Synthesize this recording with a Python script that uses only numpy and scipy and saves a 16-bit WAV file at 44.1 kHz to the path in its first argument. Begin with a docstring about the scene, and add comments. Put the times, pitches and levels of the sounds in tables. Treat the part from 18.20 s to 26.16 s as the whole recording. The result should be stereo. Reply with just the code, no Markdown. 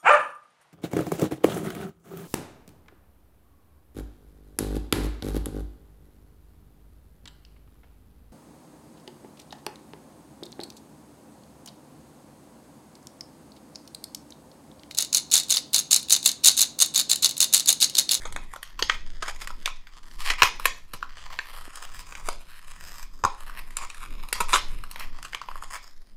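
"""Long hard fingernails click, slip and drag on a small glossy cardboard box held over a wooden table.
Clicks, skids, ticks and drags are noise and pulses; most of them ring the hollow box in a few broad modes.
The box bumps softly on palm or fingers, and a small furnished room answers with a diffuse tail.
Two spaced microphones on the table also pick up its slow shaking, their own hiss and quiet air."""
import sys
import numpy as np
from scipy import signal
from scipy.io import wavfile
from scipy.ndimage import map_coordinates

SR = 44100
rng = np.random.default_rng(int(sys.argv[2]) if len(sys.argv) > 2 else 0)


def transcribe(signal):
    """Save signal, clipped to [-1, 1], as a 16-bit WAV file at the path in sys.argv[1]."""
    frames = np.atleast_2d(signal).T
    limited = np.clip(frames, -1, 1)
    pcm = np.round(limited * 32767).astype(np.int16)
    wavfile.write(sys.argv[1], SR, pcm)


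N = 351114

# Modes of the box. Each row: frequency in Hz, width in Hz, relative level in dB.
BOX_MODES = [(654, 400, -3), (1018.5, 235, 6.5), (1258, 270, -0.16), (1740.5, 428, -1.5), (2213, 606, 0.5),
             (3222, 780, -3), (5120, 630, -3.5), (6900, 500, -1.5)]
# Restless grip on the card. Each row: time in seconds, level in dB.
GRIP = [(.95, -57), (1.3, -52.5), (1.75, -58), (2.3, -55.5), (2.65, -57.5), (3.3, -44.5), (4.95, -54.5),
        (5.25, -47.5), (5.48, -55.5), (5.8, -40.5), (6.08, -55.5), (6.5, -47.5), (7.1, -51), (7.63, -52),
        (7.78, -65.5)]


def from_db(db):
    """Amplitude ratio of a level: 20 dB for each factor of ten."""
    return 10 ** (np.asarray(db) / 20)


def rms_one(x):
    """Division by the root mean square gives unit power."""
    return x / np.sqrt(np.mean(x ** 2) + 1e-20)


def in_time(rows):
    """Linear interpolation turns timed rows into one continuous course per column."""
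    s, *columns = np.transpose(rows)
    return [np.interp(np.arange(N) / SR, s, column) for column in columns]


def flicker(rate):
    """Slow random modulation: straight lines between normal draws, rate draws a second."""
    knots = rng.standard_normal(4000)
    return np.interp(np.arange(N) / SR * rate, np.arange(4000), knots)


def band(x, low_hz, high_hz):
    """Band-pass filtering limits a sound to one range of the spectrum."""
    return signal.sosfilt(signal.butter(2, [low_hz, high_hz], "band", fs=SR, output="sos"), x)


def resonate(x, hz, width_hz):
    """Damped resonance as a pole pair: gain 1 at its peak, zeros at both ends of the spectrum."""
    radius = np.exp(-np.pi * width_hz / SR)
    angle = 2 * np.pi * hz / SR
    zeros = [(1 - radius * radius) / 2, 0, (radius * radius - 1) / 2]
    poles = [1, -2 * radius * np.cos(angle), radius * radius]
    return signal.lfilter(zeros, poles, x + 1e-18)


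def mode(x, hz, width_hz):
    """Cascaded resonance: two equal broad stages give steep skirts and dark valleys between modes."""
    wide_hz = 1.5 * width_hz
    return resonate(resonate(x, hz, wide_hz), hz, wide_hz)


def favour(pitch_hz, focus_db):
    """Selective excitation: a box mode loses level with its distance in octaves from the contact's pitch."""
    octaves = np.abs(np.log2(np.array(BOX_MODES)[:, 0] / pitch_hz))
    return -focus_db * np.minimum(octaves, 1.5) ** .7


def pressure(swell=0.17, focus_db=6.0):
    """Contact force sets amplitude: a wavering grip plus swelling strokes drive each mode and the hiss."""
    # Single strokes of nail or skin across the card.
    # Each row: start in seconds, length in seconds, level in dB, favoured pitch in Hz.
    strokes = [(0.0, 0.083, -43.5, 1900), (0.682, 0.076, -41, 2090), (1.05, 0.052, -34.5, 1300),
               (1.2, 0.048, -47, 2500), (1.989, 0.16, -32.5, 1800), (2.18, 0.11, -30, 1900),
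               (2.391, 0.073, -37, 2100), (3.1, 0.047, -37.5, 1100), (3.332, 0.021, -33, 1100),
               (3.364, 0.031, -48.5, 1250), (3.487, 0.17, -61.5, 1050), (3.621, 0.036, -38.5, 2300),
               (3.738, 0.078, -44, 3250), (4.033, 0.083, -45.5, 3000), (4.355, 0.046, -50, 2700),
               (4.466, 0.06, -48.5, 2700), (4.6, 0.1, -43, 2300), (4.699, 0.15, -42.5, 2140),
               (5.372, 0.029, -40, 2000), (5.574, 0.083, -42, 1000), (6.152, 0.047, -36, 1500),
               (6.285, 0.11, -28, 2300), (6.805, 0.046, -36, 1500), (6.98, 0.017, -46.5, 1250),
               (7.506, 0.068, -37, 1900)]
    waver_db, wavers_per_s = 2.5, 22   # random wavering of the grip level
    grip_hiss_db, stroke_hiss_db = -7, -5.5   # surface hiss against the ringing of the box
    t = np.arange(N) / SR
    grip = from_db(in_time(GRIP)[0] + waver_db * flicker(wavers_per_s))
    body = np.tile(grip, (len(BOX_MODES), 1))
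    hiss = from_db(grip_hiss_db) * grip
    power = np.array(BOX_MODES)[:, 1] * from_db(2 * np.array(BOX_MODES)[:, 2])
    for s, length_s, level_db, pitch_hz in strokes:
        near = slice(max(round((s - .05) * SR), 0), round((s + length_s + .05) * SR))
        to_edge = np.minimum(t[near] - s, s + length_s - t[near])
        stroke = from_db(level_db) * np.clip(to_edge / (swell * length_s) + .5, 0, 1) ** 2
        share = from_db(favour(pitch_hz, focus_db))
        even = np.sqrt(power.sum() / (power * share ** 2).sum())   # favouring keeps the total power
        body[:, near] += stroke * share[:, None] * even
        hiss[near] += from_db(stroke_hiss_db) * stroke * pitch_hz / 2000   # higher strokes hiss more
    return body, hiss


def drag(grains_per_s=900, rough_db=5.5):
    """Stick-slip friction: fibres release dense uneven grains that ring the box while the surface hisses."""
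    wide_db = -1   # hiss that differs between the sides, against the common hiss
    body_gain, hiss_gain = pressure()
    sizes = from_db(rough_db * np.minimum(rng.exponential(1, N), 4)) * rng.choice([-1, 1], N)
    slips = rms_one(sizes * (rng.random(N) < grains_per_s / SR))
    grains = (slips + .6 * rng.standard_normal(N)) * from_db(3.8 * flicker(55))
    rings = []
    for k, (hz, width_hz, level_db) in enumerate(BOX_MODES):
        gain = (-1) ** k * from_db(level_db + 3 * flicker(12))   # neighbouring modes in opposite sign
        rings.append(gain * mode(grains, hz, width_hz))
    rings = np.array(rings)
    rung = np.sum(body_gain * rings, axis=0) / np.std(rings.sum(axis=0))
    hiss = hiss_gain * rms_one(band(grains, 3500, 13000))
    # the rubbed face is wide: this part has opposite sign left and right
    wide = rms_one(band(grains * rng.choice([-1, 1], N), 2000, 15500))
    return rung + hiss, from_db(wide_db) * hiss_gain * wide * [[1], [-1]]


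def ticks():
    """Clustered random impulses: nail tips touch each other and the gloss in thin bright clumped ticks."""
    ticks_per_s, tick_db, spread_db = 55, -31, 5   # rate before clumping, pulse level before the filter
    t = np.arange(N) / SR
    chance = ticks_per_s * from_db(6 * flicker(4)) / SR
    born = (rng.random(N) < chance) * (t < GRIP[-1][0])   # none once the hands rest
    sizes = from_db(tick_db + spread_db * rng.standard_normal(N)) * rng.choice([-1, 1], N)
    return band(born * sizes + 1e-18, 900, 7000)


def table():
    """Randomly driven resonance: elbows and hands swing the table's low modes in fits, unalike per side."""
    # Modes of the table. Each row: frequency in Hz, width in Hz before sharpening, relative level in dB.
    table_modes = [(8.45, 10.4, 13), (17.5, 7.2, 1), (43.3, 122, -15), (62, 11, -15), (118, 290, -16.5)]
    # Shaking of the table. Each row: time in seconds, level in dB.
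    shaking = [(0, -28), (.6, -27.5), (4.0, -35), (5.0, -31.5), (5.9, -28), (6.6, -26), (7.96, -40)]
    total, fits = 0, flicker(6.4)
    for hz, width_hz, level_db in table_modes:
        push = rng.standard_normal((2, N + SR))
        swing = resonate(mode(push, hz, width_hz), hz, width_hz)[:, SR:]   # skip the build-up
        total = total + from_db(level_db + 3 * flicker(6.4) + 4.5 * fits) * rms_one(swing)
    return from_db(in_time(shaking)[0]) * rms_one(total)


def noise_floor():
    """Stationary noise, independent per channel: microphone hiss and the quiet air of the room."""
    hiss_db, air_db = -74, -76
    hiss = rms_one(band(rng.standard_normal((2, N)), 330, 16000))
    air = rms_one(band(rng.standard_normal((2, N)), 210, 2300))
    return from_db(hiss_db) * hiss + from_db(air_db) * air


def contacts(rows, length_s, focus_db, fade_s, snap):
    """Forced modal ringing: contact bends the card, tuning its modes to the pitch; the nail cracks and rebounds."""
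    spread_db = 2   # chance in how hard each mode is struck
    span = 2600   # samples given to each contact
    t, out = np.arange(span) / SR, np.zeros(N + span)
    for s, peak_db, pitch_hz, crack_db in rows:
        push, scratch = rng.standard_normal((2, span))
        touch = np.minimum(t / .001, 1) * np.exp(-np.maximum(t - length_s, 0) / fade_s)
        again = int(rng.uniform(.003, .012) * SR)   # delay of the first of two rebounds
        touch = touch + .13 * np.roll(touch, again) + .08 * np.roll(touch, 3 * again)
        force = push * touch + snap * (np.arange(span) == 30)   # one clean snap within the rough contact
        favour_db = favour(pitch_hz, focus_db)
        bend = pitch_hz / BOX_MODES[np.argmax(favour_db)][0]   # nearest mode lands on the pitch
        body = 0
        for (hz, width_hz, level_db), mode_db in zip(BOX_MODES, favour_db):
            gain = from_db(level_db + mode_db + spread_db * rng.standard_normal())
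            body = body + gain * mode(force, bend * hz, width_hz)
        crack = band(scratch * touch, 1800, 11000)
        both = body / np.max(np.abs(body)) + from_db(crack_db) * crack / np.max(np.abs(crack))
        at = round(s * SR)
        out[at:at + span] += from_db(peak_db) * both / np.max(np.abs(both))
    return out[:N]


def skids():
    """Sustained rough excitation: a nail skids over an edge and drives the box for some milliseconds."""
    # Each row: start in seconds, peak level at the box in dB, favoured pitch in Hz, crack against body in dB.
    skid_rows = [(0.052, -19, 980, -37), (0.591, -14, 1240, -0.5), (1.023, -15.5, 1130, -3.5),
                 (1.216, -24.5, 1200, -4), (2.1, -8, 2050, -12.5), (2.734, -19, 1143, 0.5),
                 (6.203, -7.5, 1000, -3.5), (6.335, -0.5, 3150, -23), (6.345, -12.5, 1470, -1),
                 (6.355, -5, 1962, -11), (7.047, -25, 1440, -8), (7.553, -19.5, 2150, -22)]
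    return contacts(skid_rows, length_s=0.0046, focus_db=7.0, fade_s=0.0059, snap=0)


def clicks():
    """Impulsive excitation: nail clicks and flap snaps fade at once and leave the box ringing."""
    # Each row: start in seconds, peak level at the box in dB, favoured pitch in Hz, crack against body in dB.
    click_rows = [(0.124, -21, 920, 11), (0.162, -13.5, 1694, -13), (0.336, -20, 1000, -8),
                  (0.36, -21, 680, -3), (0.429, -18.5, 1949, 1.5), (0.624, -2, 4590, -12),
                  (0.697, -0.5, 2080, -26), (1.081, -16, 1190, -4.5), (1.273, -20, 1360, -3.5),
                  (1.304, -23, 1230, -27), (1.458, -6.5, 2250, -8), (1.476, -13.5, 1276, -14),
                  (1.67, -28.5, 2100, -7), (1.912, -35.5, 4260, -7), (2.118, -17, 2160, -17.5),
                  (2.22, 6, 1770, -7), (2.231, 6, 2000, -1.5), (2.397, -17.5, 1180, -3),
                  (2.455, 3.5, 1850, -2.5), (2.827, -14.5, 1082, -52), (3.189, -10.5, 1730, -40),
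                  (3.556, -21, 4400, 11), (3.923, -21.5, 1972, -26), (3.952, -18, 2960, -14),
                  (4.087, -8, 605, -4), (4.692, -42, 5240, -3), (4.828, -24, 2100, -5),
                  (5.038, -4.5, 900, -29), (5.049, -3, 970, -15), (5.296, -26.5, 1405, -7.5),
                  (5.506, -28, 2860, -5), (5.568, -8, 7450, 2), (5.634, -26.5, 1140, -11),
                  (5.7, -21, 2520, -10), (5.745, -27.5, 1670, -3), (5.779, -38, 1500, 3),
                  (5.832, -27, 1080, -20), (6.086, -25, 6420, 2), (6.127, -2, 4530, 0.5),
                  (6.331, -1.5, 1640, -25), (6.637, -24.5, 1450, -6), (6.712, -21.5, 1940, 17),
                  (6.759, -20, 1660, -8), (6.796, -20.5, 1310, 12), (7.027, -23.5, 1320, 3),
                  (7.132, -20.5, 1965, -29), (7.147, -12.5, 1620, -15), (7.215, -19, 1067, -8),
                  (7.286, -19.5, 1220, -21), (7.314, -24, 1080, -26), (7.356, -21.5, 1060, -11),
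                  (7.424, -21.5, 1230, -12)]
    return contacts(click_rows, length_s=0, focus_db=12.5, fade_s=0.003, snap=7.2)


def bumps(cycles=5):
    """Heavily damped low resonance: the box bumps on palm or fingers, a noise puff unalike on the two sides."""
    # Each row: start in seconds, peak level in dB, pitch in Hz.
    bump_rows = [(0.622, -22, 330), (2.225, -30, 73.4), (2.738, -33.5, 123), (3.478, -28, 274),
                 (4.085, -20, 364), (5.039, -26, 62), (5.054, -26.5, 194), (6.204, -27.5, 147)]
    span = 8000
    t, out = np.arange(span) / SR, np.zeros((2, N + span))
    for s, peak_db, hz in bump_rows:
        puff = rng.standard_normal((2, span)) * from_db(-60 * t * hz / cycles)   # 60 dB down after the cycles
        thud = resonate(resonate(puff, hz, hz), hz, hz)
        at = round(s * SR)
        out[:, at:at + span] += from_db(peak_db) * thud / np.max(np.abs(thud))
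    return out[:, :N]


def microphones(x):
    """Level and arrival differences place the hands; one table-top bounce per side adds comb filtering."""
    # Where the hands are. Each row: time in seconds, left against right in dB, lag of the left in samples
    # (both differences shrink to 0.86 of this at the microphones).
    places = [(0, -2.5, 5), (2.2, 0.5, -1), (3.5, -1.6, -4), (4.7, -0.5, -6), (5.7, -2.5, -5.5),
              (6.9, -0.5, -2), (7.96, -3, 12.5)]
    pan_db, lag = in_time(places)
    # small random wavering of arrival difference and balance between the sides
    lag = lag + 1.3 * flicker(3)
    pan_db = pan_db + 1.5 * flicker(5)
    n, out = np.arange(N), []
    # left then right: signed share of the differences, bounce delay in seconds, bounce gain
    for side, bounce_s, bounce in ((0.85, 0.000478, 0.16), (-0.87, 0.0005984, 0.95)):
        direct = map_coordinates(x, [n - side * lag / 2], order=3, mode="nearest")
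        delay = bounce_s * SR * (1 + 0.15 * flicker(1.7))   # wavers at random about the mean
        late = band(np.interp(n - delay, n, direct), 130, 5700)
        out.append(from_db(side * pan_db / 2) * (direct + bounce * late) / np.hypot(1, bounce))
    return np.array(out)


def room(x, delay_s=0.0053):
    """Diffuse reverberation: noise decays exponentially band by band, unrelated in the two channels."""
    # Decay of the room. Each row: frequency in Hz, time to fall 60 dB in seconds.
    decay = np.array([(250, 0.49), (1200, 0.23), (4000, 0.37), (10000, 0.089)])
    t = np.arange(SR // 2) / SR
    edges = 100 * 2.0 ** np.arange(8)   # octave bands
    tail = 0
    for low, high in zip(edges[:-1], edges[1:]):
        t60 = np.interp(np.log(np.sqrt(low * high)), np.log(decay[:, 0]), decay[:, 1])
        tail = tail + band(rng.standard_normal((2, len(t))), low, high) * from_db(-60 * t / t60)
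    tail = tail * np.clip(t / delay_s - 1, 0, 1)   # silent for one delay, full after two
    tail = tail / np.sqrt(np.sum(tail ** 2) / 2)
    return signal.fftconvolve(x[None], tail, axes=1)[:, :N]


def scene():
    """Superposition: direct box sound, its room tail, bumps, table and noise add at the microphones."""
    room_db = -14.5
    rubbed, wide = drag()
    box = rubbed + ticks() + skids() + clicks()
    heard = microphones(box) + wide + from_db(room_db) * room(box)
    return heard + bumps() + table() + noise_floor()


def record(dry):
    """Clipping and band limiting: peaks are cut off at 0.95, then a steep low-pass removes the top."""
    low_pass = signal.cheby2(14, 60, 16300, fs=SR, output="sos")   # 60 dB down from 16300 Hz
    return signal.sosfilt(low_pass, np.clip(dry, -.95, .95))


dry = scene()
out = record(dry)
transcribe(out)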